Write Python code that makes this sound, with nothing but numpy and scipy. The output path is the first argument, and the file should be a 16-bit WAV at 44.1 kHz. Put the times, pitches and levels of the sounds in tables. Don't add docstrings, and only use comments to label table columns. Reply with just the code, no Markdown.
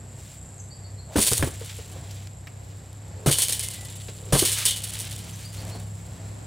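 import sys
import numpy as np
from scipy import signal
from scipy.fft import rfft, irfft, next_fast_len
from scipy.io import wavfile
from scipy.ndimage import map_coordinates

SR = 44100
rng = np.random.default_rng(int(sys.argv[2]) if len(sys.argv) > 2 else 0)


def wrap_up_sound(samples):
    columns = np.atleast_2d(samples).T
    tamed = np.clip(columns, -1, 1)
    steps = np.round(tamed * 32767).astype(np.int16)
    wavfile.write(sys.argv[1], SR, steps)


N = 284922

# frequency in Hz, relative level per Hz in dB.
AIR_SPECTRUM = [(12, -70), (20, -35), (32, -15), (48, -13.5), (101, 1), (129, -8.5), (339, -18.5),
                (719, -19.5), (1280, -30), (1800, -29.5), (3300, -35.5), (4520, -33.5), (6500, -38),
                (8450, -64), (14300, -120)]
INSECT_SPECTRUM = [(5500, -51), (6700, -18.5), (7150, 0), (7420, 3), (7800, -0.5), (8500, -9.5),
                   (10000, -22.5), (15500, -37)]
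RUSTLE_SPECTRUM = [(300, -10), (800, -4.5), (2200, 6), (4500, 4.5), (7000, 5), (15000, -5.5)]
SCUFF_SPECTRUM = [(600, -20.5), (1500, -8.5), (2600, -0.5), (3800, 2.5), (6000, -8.5), (12000, -33)]
VINYL_SPECTRUM = [(25, -4), (60, 4.5), (200, -0.5), (450, 1.5), (800, -8.5), (1300, -11.5), (2200, -16.5),
                  (4000, -21.5), (9000, -36)]
STEEL_SPECTRUM = [(290, -15), (500, -7.5), (640, -21.5), (831, -17), (1060, -14), (1140, -25),
                  (1900, -10.5), (2260, -7.5), (3150, -5), (4150, -3.5), (5970, -4.5), (9220, 4),
                  (12900, -10.5), (15100, -6.5), (16000, -23)]
# time in seconds, relative level in dB.
BREEZE_LEVELS = [(0, -54), (3, -53), (4.6, -52), (6.46, -49.5)]
# time in seconds, hum in Hz, gain in dB.
BLADE_RUN = [(0, 97.84, -6.5), (2.2, 98.1, -3.5), (3.1, 100.4, -6), (4, 100.4, -2.5), (5, 102, -1),
             (5.9, 102.4, 2.5), (6.46, 102.6, -3.5)]
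# multiple of the hum, level in dB before that gain.
BLADE_HARMONICS = [(1, -38.5), (1.63, -50.5), (2, -60.5), (3, -71.5)]
# frequency in Hz, level in dB.
ENGINE_TONES = [(64.5, -51.5), (69, -55), (129.5, -51.5), (137.5, -60), (172.5, -62.5)]
# start within it and length in seconds, first and last pitch in Hz,
# relative level in dB.
SONG_NOTES = [(0, 0.034, 6150, 6190, -41), (0.106, .062, 4370, 4990, -40),
              (0.236, 0.0664, 4180, 4780, -43.5), (0.377, .065, 4130, 4750, -42.5)]
# start in seconds, gain in dB.
SONG_STARTS = [(.588, -2), (5.322, 1.5)]
# start and length in seconds, first and last pitch in Hz, relative level in dB.
OTHER_BIRD_NOTES = [(0.575, .055, 6300, 8000, -40), (3.596, 0.094, 2140, 2070, -43),
                    (3.658, 0.26, 2060, 1915, -50)]
# peak time and half length in seconds, then relative levels
# in dB of rustle, tine rattle and scuff.
BODY_MOVES = [(0.277, 0.13, -50, -62, -65), (1.205, 0.057, -37, -47, -38.5),
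              (1.716, 0.29, -45.5, -52.5, -52), (2.152, 0.13, -49.5, -66, -52),
              (2.733, 0.35, -59.5, -72, -63.5), (3.563, 0.27, -44.5, -53, -49),
              (4.014, 0.28, -58, -51.5, -52), (4.573, 0.19, -32, -42, -38), (5.018, 0.23, -42, -42, -42.5),
              (5.49, 0.32, -45, -50.5, -59), (6.136, 0.32, -55.5, -63, -66)]
# start in seconds, level in dB, pitch in Hz, t60 in seconds.
SHAFT_CLACKS = [(1.426, -16.5, 1590, 0.021), (1.621, -44.5, 3500, .1), (1.695, -38, 3300, 0.13),
                (2.109, -40.5, 6260, 0.075), (2.271, -29.5, 4400, 0.01), (2.47, -36, 2530, 0.051),
                (3.884, -42, 3860, 0.1), (4.083, -39.5, 4120, 0.12)]
# peak time and rise in seconds, pitch in Hz, level in dB.
SHAFT_SWINGS = [(1.14, 0.058, 620, -44.5), (3.24, 0.095, 450, -48.5), (4.311, 0.11, 460, -47.5)]
# start in seconds, knock in Hz and dB, boom delay in seconds, boom in Hz
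# and dB, slap and clash in dB, clash swell and t60 in seconds, relative tine ring in dB.
RAKE_BLOWS = [(1.157, 288, -8.5, 0.0077, 71.5, -11.5, -14.5, -23.5, 0.023, 1, -13),
              (3.260, 411, -13.5, .014, 137, -5.5, -15, -25, .0025, 0.82, 2),
              (4.324, 555, -19, 0.0087, 136.7, -6, -12.5, -22.5, .001, 0.93, -1)]
# start in seconds, level in dB,
# pitch in Hz, t60 in seconds, slap in dB.
BAG_BUMPS = [(1.314, -15.5, 116, 0.1, -19), (1.392, -18.5, 85.6, 0.35, -27),
             (1.424, -14.5, 129.5, 0.12, -14.5), (1.471, -19.5, 316, 0.034, -29.5),
             (3.493, -28.5, 442, 0.036, -34.5), (4.081, -54, 407, 0.021, -34.5),
             (4.422, -11, 335, 0.047, -21), (5.751, -33, 684, .048, -36)]
# start in seconds, level in dB, cycle and back-swing delay
# in seconds, back-swing gain in dB, fall time and clash t60 in seconds, relative ring in dB.
TINE_FLAPS = [(1.211, -18.5, .103, .054, 2.5, .22, .2, -11), (3.311, -18, .1055, .072, -1, .43, .19, -1.5),
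              (3.847, -38.5, .11, .05, -2, .33, .08, 1), (4.384, -19, .132, .066, 1.5, .26, .25, -1),
              (4.654, -15.5, .052, .025, -2.5, .08, .1, 5), (4.759, -30, .175, .077, 1, .55, .12, -2)]
# frequency in Hz, relative level in dB, t60 in seconds.
TINE_MODES = [(2922, 2, .15), (3061, 2, .12), (3270, 2, .12), (3392, 1, .1), (3700, 0, .1), (4100, -1, .1),
              (4830, -3, .1), (5600, -4, .1), (6540, -4, .1), (7715, -5, .08), (8400, -7, .08),
              (9300, -7, .08), (10100, -6, .08)]
# start in seconds, relative level in dB.
STEEL_TICKS = [(1.264, -7), (1.282, 2), (1.333, 3), (1.380, 1), (2.772, -32), (2.93, -28), (3.082, -32),
               (3.3264, 4), (3.386, 0), (3.4368, -11), (3.4842, -2), (3.525, -3.5), (3.5942, -6),
               (3.663, -22), (3.686, -7), (4.654, 2), (4.838, -11.5), (4.99, -11), (5.185, -31)]
# frequency in Hz, t60 in seconds.
YARD_DECAY = [(100, 0.12), (600, 0.41), (3000, 0.5), (12000, 0.1)]
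# frequency in Hz, side gain in dB.
NEAR_WIDTH = [(60, -20), (110, -20), (200, -12), (380, -13.5), (700, -12), (1290, -10), (2380, -35),
              (4400, -114), (8120, -24), (15000, -44)]
FAR_WIDTH = [(60, -25), (110, -33.5), (200, -12), (380, -5), (700, -5.5), (1290, -3), (2380, -6),
             (4400, -11.5), (8120, -14), (15000, -21)]

KNOCK_T60_S, BOOM_T60_S = 0.058, 0.088
PUSH_HZ, PUSH_DB, PUSH_T60_S = 41, -31, 0.11
FOLLOW_S, FOLLOW_DB, FOLLOW_RATIO = 0.024, -2.5, 0.72
ROCK_START_S, ROCK_GAP_S = 1.613, 0.174
ROCK_HZ, ROCK_DB, ROCK_LOSS_DB, ROCK_T60_S, ROCK_SLAP_DB = 450, -29, 2, 0.039, -6.5
FLAP_FALL_DB, FLAP_HOLD = 20, 1.82
LOOSE_DB, LOOSE_RISE_S, LOOSE_T60_S = -16.5, 0.032, 1.06


def amp(db):
    return 10 ** (np.asarray(db) / 20)


def unit(x):
    return x / np.sqrt(np.mean(x ** 2) + 1e-20)


def along(points, hz):
    freqs, values = np.transpose(points)
    return np.interp(np.log(hz + 1), np.log(freqs + 1), values)


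def curves(rows):
    times, *columns = np.transpose(rows)
    return [np.interp(np.arange(N) / SR, times, column) for column in columns]


def wobble(rate):
    knots = rng.standard_normal(int(N * rate / SR) + 4)
    fine = np.arange(len(knots) * 10) / 10
    return np.interp(np.arange(N) * rate / SR, fine, map_coordinates(knots, [fine], mode="nearest"))


def add(track, s, sound):
    start = max(round(s * SR), 0)
    track[start:start + len(sound)] += sound[:N - start]


def colour(x, points, size=8192):
    gain = amp(along(points, np.fft.rfftfreq(size, 1 / SR)))
    cepstrum = irfft(np.log(gain + 1e-6))
    cepstrum[1:size // 2] *= 2
    cepstrum[size // 2 + 1:] = 0
    response = irfft(np.exp(rfft(cepstrum)))
    return signal.oaconvolve(x, response / np.linalg.norm(response))[:len(x)]


def noise(points):
    return unit(colour(rng.standard_normal(N), points))


def fade(t, attack, t60):
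    return (1 - np.exp(-t / attack)) * np.exp(-np.log(1000) * t / t60)


def contacts(rate, spread_db):
    chance, size = rng.random((2, N))
    hits = np.flatnonzero(chance < rate / SR)
    polarity = np.sign(chance[hits] - rate / SR / 2)
    train = np.zeros(N)
    train[hits] = polarity * amp(spread_db * np.sqrt(12) * (size[hits] - 0.5))
    return unit(train)


def camera_whine(hz=11620, level_db=-69):
    return amp(level_db) * np.sin(2 * np.pi * np.cumsum(hz + 12 * wobble(60)) / SR)


def air(level_db=7):
    return amp(curves(BREEZE_LEVELS)[0] + level_db + 2.07 * wobble(6)) * noise(AIR_SPECTRUM)


def mower(waver_db=1.5, drift=0.00527):
    def tone(hz, db):
        peak = np.sqrt(2) * amp(db + waver_db * wobble(8.1))
        cycles = np.cumsum(hz * (1 + drift * wobble(6.4))) / SR
        return peak * np.sin(2 * np.pi * (cycles + rng.random()))

    blade_hz, gain_db = curves(BLADE_RUN)
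    blades = sum(tone(k * blade_hz, db + gain_db) for k, db in BLADE_HARMONICS)
    engine = sum(tone(hz, db) for hz, db in ENGINE_TONES)
    return blades + engine


def insects(level_db=-51, stroke_hz=133):
    phase = 2 * np.pi * stroke_hz * np.cumsum(1 + 0.0029 * wobble(2.9)) / SR
    strokes = 1 + 0.3 * np.sin(phase)
    throbs = 1 + 0.17 * (np.sin(phase / 5) + np.cos(2 * phase / 5))
    return amp(level_db + 1.9 * wobble(2.01)) * unit(noise(INSECT_SPECTRUM) * strokes * throbs)


def birds(quaver=0.218):
    out, flutter = np.zeros(N), quaver * wobble(250)
    notes = [(start + s, length, first_hz, last_hz, db + gain_db)
             for start, gain_db in SONG_STARTS for s, length, first_hz, last_hz, db in SONG_NOTES]
    for s, length, first_hz, last_hz, db in notes + OTHER_BIRD_NOTES:
        progress = np.linspace(0, 1, int(length * SR))
        glide = progress + flutter[int(s * SR):][:len(progress)]
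        pitch = first_hz + (last_hz - first_hz) * glide
        envelope = amp(db) * np.sin(np.pi * progress) ** 2
        add(out, s, envelope * np.sin(2 * np.pi * np.cumsum(pitch) / SR))
    return out


def yard_echo(x, delay_s=0.018):
    hz, t, spectrum = signal.stft(rng.standard_normal(SR // 2), SR, nperseg=256)
    decay = np.exp(-np.log(1000) * t / along(YARD_DECAY, hz)[:, None])
    tail = signal.istft(spectrum * decay, SR, nperseg=256)[1]
    delayed = np.pad(x, (int(delay_s * SR), 0))
    return signal.fftconvolve(delayed, tail / np.linalg.norm(tail))[:N]


def movement():
    t = np.arange(N) / SR
    power = sum(np.outer(amp(levels) ** 2, np.exp(-2 * ((t - s) / half) ** 2))
                for s, half, *levels in BODY_MOVES)
    return np.sqrt(power)


def handling(rustle_db=-3, scuff_db=-3):
    rustle, _, scuff = movement() * amp(2.4 * wobble(40))
    out = rustle * amp(rustle_db) * colour(contacts(4000, spread_db=3), RUSTLE_SPECTRUM)
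    out += scuff * amp(scuff_db) * colour(contacts(700, spread_db=7.5), SCUFF_SPECTRUM)
    t = np.arange(SR // 6) / SR
    for s, db, hz, t60 in SHAFT_CLACKS:
        burst = rng.standard_normal(len(t)) * fade(t, 0.00048, t60)
        band = [(hz / 4, -18), (hz / 2, -4), (hz, 0), (hz * 2, -10), (hz * 4, -22)]
        add(out, s, amp(db) * colour(burst, band))
    return out


def swish(q=5):
    out, t = np.zeros(N), np.arange(SR) / SR - 0.5
    for s, rise, hz, db in SHAFT_SWINGS:
        eddies = unit(signal.lfilter(*signal.iirpeak(hz, q, SR), rng.standard_normal(SR)))
        add(out, s - 0.5, amp(db) * np.exp(-(t / rise) ** 2) * eddies)
    return out


def thuds(rocks=3):
    rows = list(BAG_BUMPS)
    for s, knock_hz, knock_db, lag, boom_hz, boom_db, slap_db, *_ in RAKE_BLOWS:
        rows += [(s, knock_db, knock_hz, KNOCK_T60_S, slap_db),
                 (s, PUSH_DB, PUSH_HZ, PUSH_T60_S, -np.inf),
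                 (s + lag, boom_db, boom_hz, BOOM_T60_S, -np.inf),
                 (s + FOLLOW_S, knock_db + FOLLOW_DB, knock_hz * FOLLOW_RATIO,
                  KNOCK_T60_S, slap_db + FOLLOW_DB)]
    for k in range(rocks):
        db = ROCK_DB - k * ROCK_LOSS_DB
        hz = ROCK_HZ * np.exp(0.17 * rng.normal())
        rows.append((ROCK_START_S + k * ROCK_GAP_S, db, hz, ROCK_T60_S, db + ROCK_SLAP_DB))
    return rows


def bag(attack_cycles=0.44, squeeze=0.1, relax_s=0.0045, slap_t60=0.092):
    boom, slap, t = np.zeros(N), np.zeros(N), np.arange(SR // 2) / SR
    for s, db, hz, t60, slap_db in thuds():
        phase = 2 * np.pi * np.cumsum(hz * (1 + squeeze * np.exp(-t / relax_s))) / SR
        add(boom, s, amp(db) * fade(t, attack_cycles / hz, t60) * np.sin(phase))
        add(slap, s, amp(slap_db) * fade(t, 0.0027, slap_t60))
    return boom + colour(slap * rng.standard_normal(N), VINYL_SPECTRUM)


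def tine_click(scrape_db=-2):
    t = np.arange(SR // 40) / SR
    scrape = rng.standard_normal(len(t)) * fade(t, 0.0001, 0.008)
    click = (t == 0) + amp(scrape_db) * scrape / np.linalg.norm(scrape)
    return click / np.linalg.norm(click)


def tine_ring(mistune=0.024, scatter_db=2):
    t = np.arange(SR // 7) / SR
    ring = np.zeros(len(t))
    for hz, db, t60 in TINE_MODES:
        envelope = amp(db + scatter_db * rng.normal() - 60 * t / t60)
        pitch = hz * (1 + mistune * rng.normal())
        ring += envelope * np.sin(2 * np.pi * (pitch * t + rng.random()))
    return ring / np.linalg.norm(ring)


def settling():
    power, t = np.zeros(N), np.arange(2 * SR) / SR
    for s, db, *_ in TINE_FLAPS:
        add(power, s, (amp(db + LOOSE_DB) * fade(t, LOOSE_RISE_S, LOOSE_T60_S)) ** 2)
    return np.sqrt(power)


def clashes(swell_s=0.0013, cycles=5):
    rows = [(s, db, swell, t60, ring_db) for s, *_, db, swell, t60, ring_db in RAKE_BLOWS]
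    for s, db, cycle, back_lag, back_db, fall_time, t60, ring_db in TINE_FLAPS:
        for k in range(cycles):
            for age, level in [(k * cycle, db), (k * cycle + back_lag, db + back_db)]:
                loss_db = FLAP_FALL_DB * (age / fall_time) ** FLAP_HOLD
                rows.append((s + age, level - loss_db, swell_s, t60, ring_db))
    return rows


def rake(tines=6, clash_rate=560, rattle_rate=32, touch_db=12, tick_db=2, flutter_db=4, ring_db=-8):
    clash_power, ring_power, steel = np.zeros((3, N))
    t = np.arange(SR // 3) / SR
    for s, db, swell, t60, clash_ring_db in clashes():
        surge = fade(t, swell, t60)
        surge = amp(db) * surge / surge.max()
        add(clash_power, s, surge ** 2)
        add(ring_power, s, (amp(clash_ring_db) * surge) ** 2)
        suddenness = np.exp(-swell / 0.0015)
        add(steel, s, amp(db + touch_db) * suddenness * tine_click())
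    force, ring_force = np.sqrt(clash_power), np.sqrt(ring_power)
    _, carried, _ = movement()
    shake = np.hypot(settling(), carried) * amp(flutter_db * wobble(55))
    for _ in range(tines):
        shower = contacts(clash_rate, spread_db=4)
        rattle = shake * contacts(rattle_rate, spread_db=1.5)
        clicks = signal.oaconvolve(force * shower + rattle, tine_click())
        rings = signal.oaconvolve(ring_force * shower + rattle, tine_ring())
        steel += (clicks[:N] + amp(ring_db) * rings[:N]) / np.sqrt(tines)
    for s, db in STEEL_TICKS:
        add(steel, s, amp(db + tick_db) * tine_click(scrape_db=10))
    return colour(steel, STEEL_SPECTRUM)


def side_signal(x, width):
    size = next_fast_len(N + SR // 4)
    gain = amp(along(width, np.fft.rfftfreq(size, 1 / SR)))
    return irfft(rfft(x, size) * -1j * gain, size)[:N]


def scene(bird_db=-3, wall_db=-17, trees_db=-7, diffuse_db=-9):
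    near = bag() + rake() + handling() + swish()
    song = amp(bird_db) * birds()
    background = song + mower() + camera_whine() + insects()
    mid = near + yard_echo(amp(wall_db) * near + amp(trees_db) * song) + background + air()
    side = side_signal(near + amp(diffuse_db) * yard_echo(near), NEAR_WIDTH)
    side += side_signal(background + air(), FAR_WIDTH)
    return np.array([mid + side, mid - side])


def record(dry, ceiling=0.73, hardness=5, top_hz=15900):
    rounded = dry / (1 + np.abs(dry / ceiling) ** hardness) ** (1 / hardness)
    size = next_fast_len(N + SR // 4)
    passband = np.fft.rfftfreq(size, 1 / SR) < top_hz
    return irfft(rfft(rounded, size) * passband, size)[:, :N]


dry = scene()
out = record(dry)
wrap_up_sound(out)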